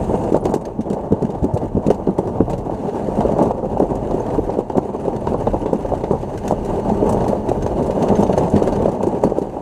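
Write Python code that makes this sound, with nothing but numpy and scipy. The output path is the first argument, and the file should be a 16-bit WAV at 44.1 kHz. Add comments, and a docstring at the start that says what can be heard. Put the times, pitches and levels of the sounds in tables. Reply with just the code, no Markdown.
"""A wheeled sled runs down a steel trough, heard from a camera case on the rider's chest that muffles
everything above about 1 kHz. It opens on wheel rumble, ringing steel, a brief bright scrape and wind
buffeting the case. Within a second the wheels knock over dents and seams, loose parts rattle and the
brake lever pings. The roll dips sharply at 3.5 s, and three more times later. From 5 s faint squeaks
join a quicker run of seams; after 7 s knocks and rattles crowd in, and at the end the rumble eases."""
import sys
import numpy as np
from scipy import signal
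from scipy.fft import rfft, irfft, next_fast_len
from scipy.io import wavfile
from scipy.ndimage import uniform_filter1d, map_coordinates

SR = 44100
rng = np.random.default_rng(int(sys.argv[2]) if len(sys.argv) > 2 else 0)


def master(y):
    """Save y as 16-bit WAV."""
    cut = np.clip(np.atleast_2d(y).T, -1, 1)
    pcm = np.round(cut * 32767)  # scale
    wavfile.write(sys.argv[1], SR, pcm.astype(np.int16))


N = 423801

# Faders of the rolling bed. Each row: time in seconds, rumble level in dB, hiss level in dB.
ROLL_LEVELS = [(0, -21, -48), (0.25, -20, -48), (0.55, -20.5, -61), (0.72, -27.5, -58.5),
               (0.9, -25.5, -57.5), (2.3, -24.5, -54.5), (2.62, -26, -56.5), (2.8, -22.5, -49),
               (3.15, -22, -47), (3.4, -16.5, -47), (3.9, -19.5, -48.5), (4.58, -22.5, -50),
               (5.2, -21.5, -49), (5.6, -25, -51), (6.35, -26, -50), (7.1, -17, -46), (7.8, -21, -47),
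               (8.0, -17.5, -45), (9.2, -19.5, -47.5), (9.45, -24.5, -50.5), (9.61, -26, -52.5)]
# Wheel rumble through the case. Each row: frequency in Hz, gain in dB.
RUMBLE_EQ = [(35, -23), (60, -10), (145, -2), (200, 0.5), (270, -1), (410, -0.5), (520, -1.5), (720, -5.5),
             (930, -7), (1000, -16), (1190, -20.5), (1280, -28), (2120, -46), (3400, -55), (6000, -120)]
# Treble that leaks into the case. Each row: frequency in Hz, gain in dB.
LEAK_EQ = [(880, -29.5), (1500, 0), (2220, -9.5), (2910, -7), (3210, -13.5), (4390, -15), (5230, -18.5),
           (6420, -14), (6880, -14.5), (9490, -18), (10600, -27), (13200, -27.5), (15500, -41)]
# Low trough resonances. Each row: centre in Hz, filter width in Hz, level in dB against the rumble.
TROUGH_LOWS = [(202.7, 27.6, -12), (405, 39, -13), (613, 50, -19), (883, 60, -22.5)]
# High trough resonances. Each row: centre in Hz, filter width in Hz, level in dB against the hiss.
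TROUGH_HIGHS = [(2850, 120, -20), (4380, 100, -23.5), (6150, 150, -19.5)]
# The trough rings more in the bends. Each row: time in seconds, gain on its resonances in dB.
BEND_GAINS = [(0, -4.5), (2.6, -2.5), (2.9, -1.5), (3.6, -2.5), (6.3, 1.5), (6.8, 3), (7.4, 3), (8.2, 1.5),
              (9.1, 1.5), (9.61, -7.5)]
# Colour of the opening scrape. Each row: frequency in Hz, gain in dB.
SCRAPE_EQ = [(5000, -61), (6200, 1), (9500, 0), (11000, -37)]
# Fader of the buffeting. Each row: time in seconds, level in dB.
WIND_LEVELS = [(0, -21), (0.6, -40), (1.2, -37.5), (2.6, -27.5), (2.95, -39.5), (3.15, -23.5), (3.5, -33),
               (4.4, -26), (4.75, -36.5), (5.6, -29.5), (6.4, -32.5), (7.2, -25.5), (7.45, -30.5),
               (8.2, -27.5), (9.61, -38.5)]
# Colour of the wind on the case. Each row: frequency in Hz, gain in dB.
WIND_EQ = [(15, -26), (35, 4), (70, -2), (130, -1), (300, -64)]
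# Short blows that hardly ring. Each row: start in seconds, level in dB, pitch in Hz.
DEAD_BLOWS = [(0.321, -3, 343), (0.344, -1.5, 470), (0.56, -6, 293), (1.245, -5.5, 197), (3.508, -4.5, 640),
              (3.771, -8, 630), (4.391, -5, 406), (4.57, -8.5, 455), (4.588, -2, 442), (5.936, -6, 580),
              (6.509, -4.5, 660), (7.33, -3, 500), (7.515, -3, 547), (8.391, -9, 390), (8.639, -9.5, 323),
              (8.857, -1, 510), (9.275, -9, 477), (9.32, -6, 484), (9.384, -2.5, 440)]
# Wheels landing and hitting dents. Each row: start in seconds, level in dB, pitch in Hz.
WHEEL_HITS = [(0.36, -6.5, 387), (0.369, -8.5, 393), (0.448, -12, 293), (0.455, -2, 417),
              (0.468, -14.5, 424), (0.539, -4, 392), (0.931, -6, 290), (1.121, 0, 226), (1.29, -10, 298),
              (1.442, 0, 270), (1.485, -15, 417), (1.563, -3.5, 390), (1.769, -0.5, 233), (1.88, -3, 300),
              (1.903, 0.5, 425), (2.085, 0, 232), (2.275, -10, 467), (2.403, 2.5, 256), (2.499, -9, 430),
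              (2.533, -7.5, 382), (2.695, -10, 455), (2.885, -12.5, 420), (3.083, -5.5, 257),
              (3.188, -2.5, 283), (3.207, -1, 455), (3.25, -4, 440), (3.291, -6, 510), (3.363, -7, 386),
              (3.389, -2.5, 560), (3.415, -1, 497), (3.466, -5, 380), (3.629, -8.5, 360), (3.8, -2.5, 394),
              (3.818, -0.5, 287), (3.908, -8.5, 410), (3.958, -7, 267), (4.109, -13, 454),
              (4.142, -4.5, 310), (4.306, -16, 350), (4.38, -4.5, 264), (4.493, -8.5, 403),
              (4.699, -7.5, 457), (4.753, -10, 445), (4.768, -9.5, 300), (4.78, -1.5, 420),
              (4.89, -14, 400), (5.08, -6.5, 446), (5.325, -12, 455), (5.533, -10, 506), (5.747, -6.5, 278),
              (6.133, -3.5, 350), (6.15, -10, 384), (6.232, -11, 400), (6.522, -1.5, 360), (6.916, -7, 260),
              (6.976, -11, 392), (7.023, -1, 273), (7.092, -2.5, 410), (7.125, -4, 410), (7.243, -6, 470),
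              (7.261, -8, 416), (7.489, -5.5, 330), (7.576, -12, 207), (7.662, -4.5, 485), (7.815, -4, 282),
              (7.898, -5, 387), (8.124, -3, 386), (8.188, -0.5, 228), (8.227, -0.5, 432), (8.294, 1, 302),
              (8.336, -6.5, 464), (8.36, -27, 480), (8.376, -4.5, 587), (8.41, -8.5, 476), (8.441, -5, 256),
              (8.538, 0, 221), (8.559, -3, 255), (8.62, -3.5, 473), (8.675, -4.5, 375), (8.726, -5, 385),
              (8.801, -5, 366), (8.88, -5, 503), (9.006, -10.5, 447), (9.034, -7, 460), (9.07, -3, 324),
              (9.14, -12, 302), (9.236, -1, 423), (9.248, -2, 230), (9.416, -8.5, 313), (9.566, -11.5, 466)]
# Modes of the sled. Each row: frequency in Hz, level in dB, seconds to fall 60 dB.
SLED_MODES = [(99, 8, 0.097), (141.6, -5, 0.065), (202.7, -0.5, 0.083), (289, -4.5, 0.047),
              (409.6, 5, 0.044), (572.4, 6.5, 0.039), (760, 9, 0.024), (908, 4, 0.022)]
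# Muffling by the wall of the case. Each row: frequency in Hz, gain in dB.
CASE_EQ = [(20, -5), (950, 2), (1400, -1.5), (3000, -43), (16000, -66)]
# Loose parts shaking. Each row: start in seconds, level in dB, extra top end in dB.
RATTLE_HITS = [(0.322, -39, 1), (0.344, -39, -6), (0.364, -47, 11), (0.44, -51, 11), (0.453, -30.5, -1),
               (0.493, -43.5, 2), (0.505, -50.5, 9), (0.538, -30.5, 3), (0.553, -52, 10), (0.61, -47, 1),
               (0.652, -38.5, -1.5), (0.808, -40, -1), (0.9, -37, 1.5), (0.93, -37, 0), (1.121, -44.5, 0.5),
               (1.222, -41.5, 2), (1.25, -40.5, -7), (1.302, -41, -3), (1.428, -46, -1),
               (1.442, -44.5, 6.5), (1.538, -52.5, 16), (1.572, -39, -3.5), (1.615, -50, 3),
               (1.865, -34, -2), (1.902, -28, -4.5), (1.944, -48, 3), (2.067, -40.5, -13),
               (2.182, -37.5, 4.5), (2.272, -42, -2), (2.497, -34.5, 1.5), (2.531, -36, -6),
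               (2.579, -44, 8), (2.892, -38, -19), (3.205, -32.5, -7), (3.383, -41, 0),
               (3.424, -45.5, 11.5), (3.509, -46, -3), (3.729, -48, -16), (3.796, -46, 10), (3.953, -45, 6),
               (4.109, -39, -8), (4.139, -49, 4), (4.302, -39, -9), (4.501, -37, -14), (4.587, -45.5, 5),
               (4.697, -39.5, -8), (4.771, -38, 3), (5.269, -32.5, -16), (5.469, -32.5, -24),
               (5.659, -35, -14), (5.73, -51, 11.5), (6.039, -34, -21), (6.113, -45, 9), (6.376, -35, 0),
               (6.478, -30.5, 3.5), (6.508, -45.5, 8), (6.648, -42, 8), (7.092, -44, 15.5),
               (7.124, -41, 9.5), (7.205, -34.5, -18), (7.242, -38, -1), (7.28, -33.5, 5),
               (7.487, -31, -2.5), (7.518, -50, 6), (7.623, -34.5, -3), (7.662, -33.5, -3.5),
               (7.824, -38, -0.5), (7.862, -46, 9.5), (7.906, -35, -5.5), (8.023, -28.5, -3.5),
               (8.084, -30.5, -12), (8.152, -30, -12), (8.205, -42, 10), (8.225, -33.5, -3),
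               (8.265, -33.5, -10), (8.327, -31, -9.5), (8.377, -30, 1), (8.5, -48.5, 16), (8.561, -29, -5),
               (8.626, -31, -2), (8.672, -30, -2), (8.723, -33.5, -3.5), (8.755, -42, -1), (8.79, -42, -12),
               (8.82, -38, -2), (8.857, -39, -4), (8.885, -44.5, 5), (8.915, -43, 1.5), (8.945, -48, -4),
               (9.028, -37, 2), (9.068, -45, 10.5), (9.237, -43, 11.5), (9.383, -44.5, 8),
               (9.415, -42.5, -1)]
# Modes of the loose parts. Each row: frequency in Hz, level in dB, seconds to fall 60 dB.
PART_MODES = [(1980, -0.5, 0.038), (2686, -10, 0.025), (3740, -2, 0.029), (4480, -9, 0.02),
              (5800, -4, 0.028)]
# The brake lever rings. Each row: start in seconds, peak in dB, favoured pitch in Hz.
LEVER_HITS = [(0.406, -50, 9700), (0.456, -51, 4480), (4.2, -42, 6430), (7.625, -35, 6310),
              (7.663, -38, 6310), (8.028, -39, 6310), (8.155, -35, 6310), (8.232, -34, 6310),
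              (8.378, -34, 6310), (8.565, -45, 4480), (8.635, -48, 9700), (8.725, -45, 4480),
              (9.238, -44, 4480)]
# Modes of the steel brake lever. Each row: frequency in Hz, level in dB, seconds to fall 60 dB.
LEVER_MODES = [(4480, 0, .1), (6270, -4, .035), (6340, 0, .04), (9700, 0, .05)]
# Trough joints. Each row: start in seconds, front axle level in dB, rear level in dB, pitch in Hz.
SEAM_HITS = [(0.79, -4.5, -6.5, 223), (1.108, -9, -4, 262), (1.423, -3, -5, 128), (1.749, -4.5, -5.5, 188),
             (2.072, -3.5, -3, 340), (2.382, -12, -7, 313), (5.271, -4, -2.5, 416), (5.47, -4.5, -4, 440),
             (5.658, -7.5, -1, 375), (5.848, -9.5, -6.5, 500), (6.037, -7, -2, 475)]
# The rear wheels follow sooner at speed. Each row: time in seconds, lag in seconds.
REAR_LAG = [(2.5, 0.114), (5.2, 0.072)]
# Sudden dips in the rolling bed. Each row: start in seconds, depth in dB.
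ROLL_DIPS = [(3.519, 10), (4.61, 7.5), (7.337, 5), (8.9, 5)]
# Faint high squeaks. Each row: start in seconds, starting pitch in Hz.
SQUEAK_CUES = [(5.0, 10100), (5.014, 9600), (5.205, 9800), (5.378, 10300), (5.398, 9800), (5.59, 10100),
               (5.607, 10100), (5.786, 10100)]


def amp(db):
    return 10 ** (np.asarray(db) / 20)


def unit(x):
    return x / np.sqrt(np.mean(x ** 2) + 1e-20)


def faders(rows):
    """One value per sample for each column after the time."""
    times, *columns = np.transpose(rows)
    return [np.interp(np.arange(N) / SR, times, column) for column in columns]


def place(track, start_s, sound):
    track[round(start_s * SR):][:len(sound)] += sound


def wobble(rate):
    """A smooth random drift between -2 and 2, with rate new values a second."""
    points = rng.standard_normal(int(N * rate / SR) + 4)
    return 2 * np.tanh(map_coordinates(points, [np.arange(N) * rate / SR]) / 2)


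def eq(x, curve):
    """A minimum-phase EQ through (Hz, dB) points, so nothing rings ahead of a hit."""
    size = 2 * next_fast_len(N // 2 + 4096)
    hz, db = np.transpose(curve)
    gain = amp(np.interp(np.log(np.fft.rfftfreq(size, 1 / SR) + 1), np.log(hz + 1), db))
    cepstrum = irfft(np.log(gain), size)
    cepstrum[1:size // 2] *= 2
    cepstrum[size // 2 + 1:] = 0
    return irfft(rfft(x, size) * np.exp(rfft(cepstrum)), size)[:N]


def crossover(x, hz, order):
    """The low band and the high band of x."""
    return [signal.sosfilt(signal.butter(order, hz, side, fs=SR, output="sos"), x)
            for side in ("low", "high")]


def patchy_noise(depth_db):
    """White noise with patches of random gain in time and frequency."""
    spectra = signal.stft(rng.standard_normal(N), nperseg=512)[2]
    patches = uniform_filter1d(rng.standard_normal(spectra.shape), size=4, axis=0)
    patches = uniform_filter1d(patches, size=5, axis=1)
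    return signal.istft(spectra * amp(depth_db * unit(patches)), nperseg=512)[1][:N]


def ring(t, modes, struck_hz, focus_db, detune, attack_s):
    """A struck body, peak 1: modes near the struck pitch are favoured, in a new balance each blow."""
    hz, db, t60 = np.transpose(modes)[:, :, None]
    strength, mistune = rng.standard_normal((2, len(modes), 1))
    level = amp(db - focus_db * np.log2(hz / struck_hz) ** 2 + 3.4 * strength - 60 * t / t60)
    partials = level * np.sin(2 * np.pi * hz * (1 + detune * mistune) * t)
    tone = partials.sum(axis=0) * (1 - np.exp(-t / attack_s))
    return tone / np.abs(tone).max()


def rolling():
    """Rough steel shakes the wheels, moving rumble and hiss together; grit ticks in the hiss."""
    bumps_per_s, grit_per_s = 350, 45
    rumble_db, hiss_db = faders(ROLL_LEVELS)
    shake, chatter = wobble(21), wobble(40)
    roughness = patchy_noise(1.42)
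    bumps = (rng.random(N) < bumps_per_s / SR) * rng.standard_normal(N)
    bumps *= amp(1.5 * rng.standard_normal(N))
    rumble = unit(eq(amp(shake + 2.7 * chatter) * (roughness + 0.62 * unit(bumps)), RUMBLE_EQ))
    t = np.arange(SR // 20) / SR
    grit = rng.random(N) * (rng.random(N) < grit_per_s / SR)
    ticks = signal.fftconvolve(grit, amp(-60 * t / 0.028))[:N]
    flutter = amp(0.5 * shake + 1.64 * chatter + 1.1 * wobble(30))
    hiss = unit(eq(flutter * (1 + 1.7 * ticks) * patchy_noise(1.64), LEAK_EQ))
    lows = amp(rumble_db) * (rumble + trough_ring(TROUGH_LOWS))
    highs = amp(hiss_db) * (hiss + trough_ring(TROUGH_HIGHS))
    return roll_ducking() * (lows + highs)


def trough_ring(resonances):
    """The wheels keep the steel sheet singing, each resonance swelling on its own."""
    out = np.zeros(N)
    for hz, width, db in resonances:
        band = signal.butter(1, [hz - width / 2, hz + width / 2], "band", fs=SR, output="sos")
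        swell = amp(db + 1.64 * wobble(3.2))
        out += swell * unit(signal.sosfilt(band, signal.sosfilt(band, rng.standard_normal(N))))
    return amp(faders(BEND_GAINS)[0]) * out


def scrape():
    """A bright, grainy scrape that holds for a moment and fades out."""
    level_db, hold_s, fade_s = -57, 0.24, 0.14
    fade = np.clip((hold_s - np.arange(N) / SR) / fade_s + 1, 0, 1)
    return amp(level_db) * fade * unit(eq(patchy_noise(2.5), SCRAPE_EQ))


def wind():
    """Wind buffets the case in low, lumpy gusts."""
    gusts = amp(3.4 * wobble(8)) * rng.standard_normal(N)
    return amp(faders(WIND_LEVELS)[0]) * unit(eq(gusts, WIND_EQ))


def knocks():
    """Each blow snaps, rings the sled and jolts the wheels, all dulled by the case."""
    snap_cycles, rise_cycles = 1.93, 0.81
    split_hz, tilt_db_per_octave = 411, 14
    hits, low_jolt, high_jolt = np.zeros((3, N + SR))
    t = np.arange(SR // 5) / SR
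    ringing_blows = seam_crossings() + list(WHEEL_HITS)
    for blows, snap_db, ring_db in [(ringing_blows, -6, 0), (DEAD_BLOWS, 0, -9)]:
        for start, db, hz in blows:
            rise_s = rise_cycles / hz
            snap = np.sin(np.pi * np.minimum(t * hz / snap_cycles, 1)) * np.sin(2 * np.pi * hz * t)
            body = ring(t, SLED_MODES, hz, focus_db=9.5, detune=0.082, attack_s=rise_s)
            place(hits, start, amp(db + snap_db) * snap + amp(db + ring_db - 5.5) * body)
            jolt = amp(db + ring_db - 7 - 60 * t / 0.092) * (1 - np.exp(-t / rise_s))
            top_db = min(tilt_db_per_octave * np.log2(hz / split_hz), 0)  # deep knocks jolt darker
            place(low_jolt, start, jolt)
            place(high_jolt, start, amp(top_db) * jolt)
    rumble = unit(eq(rng.standard_normal(N), RUMBLE_EQ))
    lows, highs = crossover(rumble, hz=split_hz, order=2)
    return eq(hits[:N] + low_jolt[:N] * lows + high_jolt[:N] * highs, CASE_EQ)


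def rattles():
    """Loose parts clack in a ragged treble burst with a sharp front; small parts sound brighter."""
    crack_t60, chatter_t60, tail_t60 = 0.0037, 0.041, 0.12  # seconds
    low_bursts, high_bursts, clacks = np.zeros((3, N + SR))
    t = np.arange(SR // 10) / SR
    burst = 0.64 * amp(-60 * t / crack_t60) + amp(-60 * t / chatter_t60) + 0.6 * amp(-60 * t / tail_t60)
    burst *= 1 - np.exp(-t / 0.0011)
    for start, db, bright_db in RATTLE_HITS:
        place(low_bursts, start, amp(db - 7) * burst)
        place(high_bursts, start, amp(db - 9.5 + bright_db) * burst)
        clack = ring(t, PART_MODES, struck_hz=3000, focus_db=0.4, detune=0.04, attack_s=0.0004)
        place(clacks, start, amp(db - 4.5) * clack)
    ragged = eq(amp(2.8 * wobble(220)) * patchy_noise(2.2), LEAK_EQ)
    lows, highs = crossover(ragged, hz=5300, order=4)
    return 1.13 * low_bursts[:N] * unit(lows) + high_bursts[:N] * unit(highs) + clacks[:N]


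def lever_pings():
    """The steel brake lever pings, sounding only the modes closest to the struck pitch."""
    out, t = np.zeros(N + SR), np.arange(SR // 5) / SR
    for start, db, hz in LEVER_HITS:
        ping = ring(t, LEVER_MODES, hz, focus_db=3000, detune=0.0014, attack_s=0.0036)
        place(out, start, amp(db) * ping)
    return out[:N]


def seam_crossings():
    """Cues for a double knock at every joint: front axle, then rear."""
    blows = []
    for start, front_db, rear_db, hz in SEAM_HITS:
        lag_s = np.interp(start, *np.transpose(REAR_LAG))
        blows += [(start, front_db, hz), (start + lag_s, rear_db, hz)]
    return blows


def roll_ducking():
    """Gain on the rolling bed: at each dip it ducks fast and comes back slowly."""
    attack_s, release_s = 0.003, 0.32
    start, depth_db = np.transpose(ROLL_DIPS)[:, :, None]
    elapsed = np.maximum(np.arange(N) / SR - start, 0)
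    dips_db = depth_db * (1 - np.exp(-elapsed / attack_s)) * np.exp(-elapsed / release_s)
    return amp(-dips_db.sum(axis=0))


def squeaks():
    """Faint chirps near 10 kHz, a few milliseconds long, sagging slightly in pitch."""
    out, t = np.zeros(N + SR), np.arange(SR // 5) / SR
    blip = np.exp(-(t / 0.0027 - 1.5) ** 2)
    for start, hz in SQUEAK_CUES:
        db = -50 + 1.5 * rng.standard_normal()
        place(out, start, amp(db) * blip * np.sin(2 * np.pi * hz * t * (1 - 1.2 * t)))
    return out[:N]


def scene():
    """The mono mix, as heard inside the case."""
    return (rolling() + scrape() + wind() + knocks() + rattles() + lever_pings() + squeaks())[None]


def record(dry):
    """A soft clip squashes the loudest knocks; a brick-wall filter takes off the very top."""
    ceiling, top_hz = 0.98, 15550
    squashed = dry / (1 + np.abs(dry / ceiling) ** 6) ** (1 / 6)
    return irfft(rfft(squashed) * (np.fft.rfftfreq(N, 1 / SR) < top_hz), N)


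dry = scene()
out = record(dry)
master(out)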